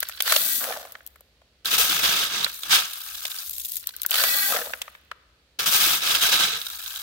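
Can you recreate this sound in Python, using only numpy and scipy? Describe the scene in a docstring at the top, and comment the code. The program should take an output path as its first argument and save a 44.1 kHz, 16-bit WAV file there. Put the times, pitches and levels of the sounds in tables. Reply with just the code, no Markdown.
"""In a wood, a steel shovel tosses crushed stone: the load slides off the ringing blade and clatters
onto the heap in a hopper car. From 1.6 s the blade is shoved into the pile, and stones grind under it.
It is lifted with grit rattling on the steel, and at 4.1 s a second load is tossed and lands.
From 5.6 s the blade digs again, its edge singing in a shallow scrape, and is raised once more.
Throughout, the trees return a faint tail over quiet outdoor air."""
import sys
import numpy as np
from scipy import signal
from scipy.fft import rfft, irfft
from scipy.io import wavfile
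from scipy.ndimage import uniform_filter1d

SR = 44100
rng = np.random.default_rng(int(sys.argv[2]) if len(sys.argv) > 2 else 0)


def materialize(psi):
    """Save the field psi as 16-bit PCM at rate SR to the path in sys.argv[1].

    A 1-D psi becomes a single channel; in a 2-D psi each row is a channel.
    """
    bounded = np.clip(np.atleast_2d(psi).T, -1, 1)
    quanta = np.round(bounded * 32767).astype(np.int16)
    wavfile.write(sys.argv[1], SR, quanta)


N = 309582
TIME, FREQS = np.arange(N) / SR, np.fft.rfftfreq(N, 1 / SR)

# spectra of the air and of each kind of stone contact: f/Hz, level/dB
AIR_SPECTRUM = [(20, -34.5), (40, -22.5), (62, -2), (90, -16.5), (200, -23), (380, -24), (520, -22),
                (900, -33), (2500, -30.5), (4400, -29.5), (5600, -37.5), (9000, -44), (16000, -49)]
TUMBLE_SPECTRUM = [(400, -37.5), (900, -16.5), (1500, -1.5), (2200, -9.5), (3200, -3.5), (4500, -2),
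                   (6500, -16), (12000, -23.5)]
GRIT_SPECTRUM = [(400, -23.5), (1100, -24), (2900, -11.5), (3700, -3.5), (4400, -8.5), (7500, -5.5),
                 (10500, -3.5), (12500, 1), (14000, 2), (15400, 2.5), (16200, 0.5)]
HEAP_SPECTRUM = [(200, -24), (340, -20.5), (500, -4.5), (700, -4.5), (880, -12), (1200, -6), (1600, -6),
                 (2200, -17.5), (3400, -12.5), (6000, -16.5), (16000, -37.5)]
GRIND_SPECTRUM = [(300, -42), (780, -2.5), (1030, -3.5), (1250, -7), (1630, -9), (1900, -4.5), (2250, -0.5),
                  (2800, 3.5), (3400, 4), (4000, -4), (5000, -3), (6600, -7.5), (9000, -12.5), (16000, -52)]
CRUNCH_SPECTRUM = [(30, -33), (60, 11.5), (100, -9.5), (170, -2.5), (280, -8.5), (450, -1), (750, -6.5),
                   (1300, -43), (5000, -89)]
# modes of the blade when free, damped by the pile, and scraped on its edge: f/Hz, width/Hz, level/dB
FREE_MODES = [(813, 34, -11), (1195, 34, -7), (1560, 34, 1), (1620, 34, 1), (1940, 28, 5), (2275, 32, -4),
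              (2560, 24, -2), (3110, 40, -10), (3410, 44, -4), (4230, 30, -1), (4510, 40, -4),
              (5350, 36, -9), (6290, 60, -13)]
BURIED_MODES = [(1310, 210, 0), (1560, 220, -1.5), (3650, 700, -6)]
EDGE_MODES = [(3805, 130, 0)]
# the blade sheds its load: t/s, slide length/s, tumble fade/(dB/s), ring level/dB, swing level/dB
TOSSES = [(0.215, .35, 121, -40, -42.5), (4.078, 0.43, 58, -31, -48.5)]
# small stones snap against the steel: t/s, level/dB
TICKS = [(.0024, -7.5), (0.0858, -13), (0.2211, -4), (0.9198, -21.5), (1.0629, -20.5), (1.072, -24),
         (1.1573, -38), (1.206, -33.5), (3.46, -19.5), (3.508, -16), (3.5804, -12), (3.6553, -12),
         (3.7178, -12), (3.755, -12.5), (3.7668, -8.5), (3.8694, -6), (3.963, -17.5), (4.016, -8),
         (4.031, -11), (4.0613, -4), (4.1073, -4)]
# large stones bump on the blade, or drop on stone: t/s, level/dB, f/Hz, relative thump level/dB
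BLADE_BUMPS = [(.027, -11.5, 1560, -5.5), (.094, -21, 1600, -20), (.203, -7.5, 3030, -27.5),
               (.276, -11.5, 1490, -26), (.321, -1, 1330, -2), (.361, -1.5, 3450, 2.5),
               (.607, -20.5, 1490, -3), (.638, -14, 1350, -12), (3.251, -12.5, 3530, -9),
               (3.889, -22.5, 4000, -24.5), (4.113, -11, 3260, -9), (4.141, -8.5, 3200, 3),
               (4.154, -10, 3420, -8), (4.196, -17.5, 1470, 1), (4.236, -5.5, 1380, 1),
               (4.273, -22, 3400, -21), (4.816, -14.5, 2900, -32)]
STONE_DROPS = [(.704, -16.5, 695, -13), (.722, -19, 1400, 1), (.762, -24, 705, -2.5),
               (.851, -27.5, 673, -7), (.951, -25, 1440, -15), (1.005, -40, 1510, -4),
               (1.157, -39, 1340, 2), (1.206, -44, 541, -15), (1.416, -42, 498, -15),
               (2.463, -15.5, 1360, -10), (4.048, -21, 1500, -21.5), (4.535, -17.5, 1300, -10),
               (4.562, -13, 1570, 1), (4.668, -21, 610, -13), (4.734, -12.5, 1460, 5.5),
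               (4.878, -26.5, 1350, -10), (4.949, -32, 1710, -13), (5.113, -18, 1330, -2.5)]
# the bulk of a load lands on the heap: t/s, length/s, level/dB
LANDINGS = [(0.597, .14, -43.5), (4.479, 0.08, -37.5)]
# shoves into the pile: t/s, rise/s, length/s, grinding level/dB, relative grit level/dB
SHOVES = [(1.641, 0.023, .065, -31.5, -2.5), (1.689, 0.048, .052, -23, -1), (1.774, 0.0085, .055, -24.5, 2),
          (1.836, .01, .04, -28.5, 0.5), (1.883, 0.014, 0.16, -26.5, -2), (2.027, 0.0073, .22, -23.5, -5),
          (2.254, 0.1, .18, -27.5, -8), (2.61, 0.07, .1, -37, -9), (2.69, 0.042, 0.069, -18, -5.5),
          (5.584, 0.0084, 0.07, -31, -4), (5.657, .004, 0.033, -26.5, 0), (5.676, 0.075, 0.088, -22, 3),
          (5.779, 0.032, 0.17, -23, 0.5), (5.984, 0.12, 0.19, -22, -4), (6.198, 0.029, 0.092, -23, -2.5),
          (6.297, 0.031, .06, -21.5, -5.5), (6.378, 0.024, 0.072, -22.5, -7.5),
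          (6.445, .02, 0.11, -30, -35)]
# the edge catches on a stone: t/s, level/dB, f/Hz
CLINKS = [(1.6553, -11, 3900), (2.2343, -11.5, 3300), (2.4438, -5.5, 4060), (2.633, -13.5, 3470),
          (3.316, -21, 3690), (3.3857, -21.5, 4870), (6.1483, -6.5, 2930), (6.2332, -7.5, 3200),
          (6.6144, -18, 3600), (6.6658, -14, 3730), (6.8603, -21.5, 3860), (6.9582, -17.5, 3750)]
# the loaded blade is raised: t/s, time in the pile/s, time to the top/s, drag level/dB, rattle level/dB
LIFTS = [(2.448, 0.97, 1.333, -45, -41.5), (6.299, .8, 1.2, -42, -41)]
# reverberation time of the wood: f/Hz, T60/s
WOOD_DECAY = [(150, .6), (700, 1.0), (3500, 1.05), (6000, .75), (15000, .56)]
# likeness of the two channels: f/Hz, coherence (clipped to 0..1 in use)
COHERENCE = [(100, 1.5), (700, 1.08), (1500, 0.34), (3000, -1), (5500, 0.01), (15000, 0.03)]
# balance of the two channels: f/Hz, left minus right level/dB
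BALANCE = [(100, 2), (500, -4), (1100, 2.5), (1600, -0.5), (2600, 2), (3600, -9), (4500, -7.5), (5800, 5.5),
           (7000, 0.5), (8300, 9), (9500, 3.5), (11800, 1), (13500, 8.5), (15500, 22.5)]

CARRY_RISE_S, CARRY_FALL_DB_PER_S = .03, 253  # onset and release of a moving load's rattle
SLIDE_DB, CRUNCH_DB, YIELD_DB = -24, -42.5, -24.5
BAND_LIMIT_HZ = 15900


def amp(db):
    """Amplitude ratio of a level in decibels."""
    return 10 ** (np.asarray(db) / 20)


def read(points, hz):
    """Interpolation of a table on a logarithmic frequency axis."""
    f, value = np.transpose(points)
    return np.interp(np.log(hz + 1), np.log(f + 1), value)


def gains(spectrum, hz=FREQS):
    """Amplitude response of a tabulated spectrum."""
    return amp(read(spectrum, hz))


def unit(pair):
    """Normalisation: the mean of the two channels gets rms 1."""
    return pair / np.sqrt(np.mean(pair.mean(0) ** 2) + 1e-20)


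def steadied(pair, size=2600):
    """Normalisation by the running rms: the flow is level, while single collisions stand out."""
    return pair / np.sqrt(abs(uniform_filter1d(pair.mean(0) ** 2, size)) + 1e-12)


def add(mix, start, sound):
    """Superposition of a sound on the mix from a given time."""
    part = mix[:, max(round(start * SR), 0):][:, :sound.shape[1]]
    part += sound[:, :part.shape[1]]


def swell(start, rise, length, fall, slope=0):
    """Envelope with a linear rise, a hold drifting at slope dB/s and exponential decay at fall dB/s."""
    t = np.maximum(TIME - start, 0)
    release_db = np.minimum(fall * np.maximum(t - length, 0), 200)
    return np.minimum(t / rise, 1) * amp(slope * np.minimum(t, length) - release_db)


def resonance(hz, pitch, q):
    """Response of a damped oscillator with quality factor q and peak gain 1."""
    return 1 / (1 + 1j * q * (hz / pitch - pitch / (hz + 1)))


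def steel(modes):
    """Modal superposition: a sum of resonances, each squared for steep skirts."""
    return sum(amp(db) * resonance(FREQS, hz, q=hz / (1.5 * width)) ** 2 for hz, width, db in modes)


def stereo(pair, colour=1, lead_ms=0):
    """Partial coherence: two signals are filtered and blended, alike in the bass, unlike in the treble."""
    left, other = rfft(pair)
    coherence = np.clip(read(COHERENCE, FREQS), 0, 1)
    tilt = amp(read(BALANCE, FREQS) / 2)
    delay = np.exp(-2j * np.pi * FREQS * lead_ms / 1000)
    right = (coherence * left + np.sqrt(1 - coherence ** 2) * other) * delay
    middle = np.sqrt(tilt ** 2 + tilt ** -2 + 2 * coherence) / 2
    return irfft(np.array([left * tilt, right / tilt]) * colour / middle, N)


def burst(decay, rise, size=2048):
    """An impact excites dense, damped vibration; returns frequencies and a pair of spectra."""
    t = np.arange(size) / SR
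    shape = (1 - np.exp(-t / rise)) ** 2 * np.exp(-t / max(decay, 1e-4))
    return np.fft.rfftfreq(size, 1 / SR), rfft(rng.standard_normal((2, size)) * shape / shape.max())


def blow(impact, colour, db):
    """Source and filter: an impact spectrum passes through a power-normalised response."""
    return irfft(impact * colour) / np.sqrt(np.mean(abs(colour) ** 2)) * amp(db - 10)


def contacts(per_s, spread_db, decay, clink_db, band_hz, count=26):
    """Shot noise: random collisions among stones of many sizes, each with its own broad resonance."""
    strength = amp(spread_db * np.minimum(rng.exponential(1, N), 3.5))
    hits = strength * (rng.random(N) < per_s / SR)
    stone, out = rng.integers(0, count, N), np.zeros((2, N))
    for k, pitch in enumerate(np.geomspace(*band_hz, count)):
        hz, impact = burst(decay * rng.uniform(.6, 2.5), rise=decay / 4)
        impact *= 1 + amp(clink_db) * resonance(hz, pitch, q=18)
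        out += signal.oaconvolve((hits * (stone == k))[None], irfft(impact), axes=1)[:, :N]
    return out


def crowding(drive):
    """Power law of collision rate: a stronger stroke sets more stones in motion."""
    return (drive / drive.max()) ** .7


def air():
    """Ambient noise: quiet outdoor air with a distant low drone."""
    return amp(-63.5) * unit(stereo(rng.standard_normal((2, N)), gains(AIR_SPECTRUM)))


def toss_envelopes():
    """Gravity empties the swung and tipped blade; as the damping load leaves, the steel comes free."""
    swing, tip, flow, free = np.zeros((4, N))
    swing_s, ring_delay_s, ring_early_s = .27, .055, .049
    for start, length, fade, ring_db, swing_db in TOSSES:
        swing += amp(swing_db) * swell(start - swing_s, CARRY_RISE_S, swing_s, CARRY_FALL_DB_PER_S)
        tip += amp(-22.5) * swell(start, rise=.11, length=.11, fall=fade)
        flow += amp(SLIDE_DB) * swell(start, rise=.11, length=length, fall=91)
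        ring_s = length - ring_delay_s - ring_early_s  # fades just before the last grit leaves
        free += amp(ring_db) * swell(start + ring_delay_s, rise=.22, length=ring_s, fall=133)
    loaded = np.minimum(flow * amp(9 - SLIDE_DB), 1)  # tumbling ends once the blade is empty
    return swing, tip * loaded, flow, free


def tossing(swing, tip, flow, free):
    """Impact excitation: the load tumbles and skids off the blade and sets its modes ringing."""
    roll = swing + tip + flow * amp(-25.5)
    slide = flow + swing * amp(-7)
    stones = contacts(1800 * crowding(roll), spread_db=4.5, decay=.0024, clink_db=10, band_hz=(1194, 6000))
    skid = contacts(5000 * crowding(slide), spread_db=1.5, decay=.0011, clink_db=3, band_hz=(3000, 15000))
    tumble = steadied(stereo(stones, gains(TUMBLE_SPECTRUM))) * roll * amp(-3.5)
    hiss = steadied(stereo(skid, gains(GRIT_SPECTRUM))) * slide
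    ring = steadied(stereo(skid, steel(FREE_MODES), lead_ms=-.046)) * free
    return tumble + hiss + ring


def ticks():
    """Brief contact gives a wide spectrum: small stones snap glassily on the steel, with a short ring."""
    out = np.zeros((2, N))
    for start, db in TICKS:
        hz, snap = burst(decay=.0012, rise=.0006)
        _, ring = burst(decay=.005, rise=.001)
        colour = gains(GRIT_SPECTRUM, hz) * (1 + resonance(hz, 12400, q=9.4))
        add(out, start + .0012, blow(snap + amp(-18) * ring, colour, db))
    return stereo(out)


def knocks(rows, crack_db):
    """Heavy damping: large stones hit dead, with a broad resonance, a crack and a hollow thump."""
    out = np.zeros((2, N))
    for start, db, pitch, thump_db in rows:
        hz, impact = burst(decay=.0025, rise=.002)
        body = resonance(hz, pitch, q=2.9) / (1 + (hz / 5500) ** 4)
        thump = amp(thump_db) * resonance(hz, 620, q=6.1)
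        bass_loss = 1 + (420 / (hz + 1)) ** 6
        add(out, start, blow(impact, (body + amp(crack_db) + thump) / bass_loss, db))
    return stereo(out, lead_ms=-.043)


def landing(tip, flow):
    """Inelastic collisions on the heap: first stones spill, the bulk clatters, the grit rumbles."""
    spill = tip * amp(-20.5)
    bulk = sum(amp(db) * swell(start, rise=.03, length=length, fall=115) for start, length, db in LANDINGS)
    falling = contacts(300, spread_db=3.5, decay=.002, clink_db=10, band_hz=(480, 2600))
    clatter = steadied(stereo(falling, gains(HEAP_SPECTRUM), lead_ms=-.037)) * (spill + bulk) * amp(8.5)
    stream = np.interp(TIME - .08, TIME, flow)  # the grit lands 80 ms after it slides
    rumble = steadied(stereo(falling, resonance(FREQS, 240, q=1.8) ** 2)) * stream * amp(-31.5)
    return clatter + rumble


def shove_envelopes():
    """Friction and yield: each shove bites, sags and stops; the crunch grows until the stones give way."""
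    force, scrape, crunch = np.zeros((3, N))
    for start, rise, length, db, grit_db in SHOVES:
        bite = 1 + amp(-6.5) * np.exp(-np.maximum(TIME - start, 0) / .04)
        stroke = swell(start, rise, length, fall=194, slope=-15.5) * bite
        force = np.maximum(force, stroke * amp(db))
        scrape = np.maximum(scrape, stroke * amp(db + grit_db))
        crunch = np.maximum(crunch, stroke * amp(CRUNCH_DB + min(db - YIELD_DB, 0)))
    return force, scrape, crunch


def digging(push, rub):
    """Friction drives the blade: stones grind, grit scratches, the steel hums and its shallow edge sings."""
    stones = contacts(3200 * crowding(push), spread_db=1.5, decay=.0025, clink_db=9, band_hz=(960, 7080))
    grit = contacts(2400 * crowding(rub), spread_db=3.5, decay=.0024, clink_db=10, band_hz=(4160, 13700))
    grind = steadied(stereo(stones, gains(GRIND_SPECTRUM), lead_ms=.19)) * push * amp(-1)
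    scratch = steadied(stereo(unit(grit) + unit(stones), gains(GRIT_SPECTRUM))) * rub
    # a lightly loaded blade rings more freely, so its hum falls more slowly than the grinding
    hum = steadied(stereo(stones, steel(BURIED_MODES), lead_ms=.15)) * push ** .85 * amp(-11.5)
    shallow = swell(start=6.06, rise=.29, length=1, fall=40)
    song = steadied(stereo(stones, steel(EDGE_MODES), lead_ms=.097)) * push * shallow * amp(-6)
    return grind + scratch + hum + song


def settling(crunch):
    """Granular shear: buried stones shift against each other with a low crunch."""
    slips = contacts(450, spread_db=3.5, decay=.0017, clink_db=24, band_hz=(122, 886))
    return steadied(stereo(slips, gains(CRUNCH_SPECTRUM), lead_ms=.18)) * crunch


def clinks():
    """Contact damping: the edge catches a stone and pings, choked at once by the pile."""
    out = np.zeros((2, N))
    for start, db, pitch in CLINKS:
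        hz, impact = burst(decay=.0026, rise=.0008)
        ping = resonance(hz, pitch, q=9.2) + amp(-9) * resonance(hz, 1450, q=14)
        crack = amp(-22.5) * resonance(hz, 9000, q=.58)
        add(out, start, blow(impact, ping + crack, db))
    return stereo(out, lead_ms=.13)


def lift_envelopes():
    """Sliding friction drags stones until the blade is free; grit rattles more as the load gains speed."""
    drag, rattle = np.zeros((2, N))
    for start, buried_s, raised_s, drag_db, rattle_db in LIFTS:
        drag += amp(drag_db) * swell(start, rise=.65, length=buried_s, fall=CARRY_FALL_DB_PER_S)
        rattle += amp(rattle_db) * swell(start, CARRY_RISE_S, raised_s, CARRY_FALL_DB_PER_S, slope=4)
    return drag, rattle


def hopping(drag, rattle):
    """Rebound: loose stones hop on the rising blade, pinging as it drags and snapping as it rattles."""
    hops = contacts(40, spread_db=5.5, decay=.0015, clink_db=10.5, band_hz=(2850, 12440), count=6)
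    modes = resonance(FREQS, 3750, q=9) + amp(-9) * resonance(FREQS, 1300, q=6)
    pings = unit(stereo(hops, modes, lead_ms=.13)) * drag * amp(-4)
    snaps = unit(stereo(hops, gains(GRIT_SPECTRUM))) * rattle * amp(-8)
    return pings + snaps


def wood(direct, echo_db, size=50000):
    """Scattering: trunks and leaves return sparse echoes that form a thin, late tail."""
    echoes = rng.standard_normal((2, size)) * (rng.random((2, size)) < 2500 / SR)
    hz, t, spectra = signal.stft(echoes, SR, nperseg=256)
    decay = amp(-60 * t / read(WOOD_DECAY, hz)[:, None])
    onset = 1 - np.exp(-t / .0086)
    _, tail = signal.istft(spectra * decay * onset, SR, nperseg=256)
    return amp(echo_db) * signal.fftconvolve(direct, tail / np.linalg.norm(tail[0]), axes=1)[:, :N]


def scene():
    """Superposition of the shovel work, its reverberation among the trees and the air."""
    swing, tip, flow, free = toss_envelopes()
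    force, scrape, crunch = shove_envelopes()
    drag, rattle = lift_envelopes()
    work = digging(push=np.hypot(force, drag), rub=np.hypot(scrape, rattle)) + settling(crunch)
    work += tossing(swing, tip, flow, free) + landing(tip, flow)
    work += hopping(drag, rattle) + ticks()
    work += knocks(BLADE_BUMPS, crack_db=-10)  # bright on steel
    work += knocks(STONE_DROPS, crack_db=-40)  # dull on stone
    work += clinks()
    return work + wood(work, echo_db=-19) + air()


def record(dry):
    """Band limiting by a linear-phase low-pass filter."""
    lowpass = signal.firwin(401, BAND_LIMIT_HZ, window=("kaiser", 8), fs=SR)
    return signal.oaconvolve(dry, lowpass[None], "same")


dry = scene()
out = record(dry)
materialize(out)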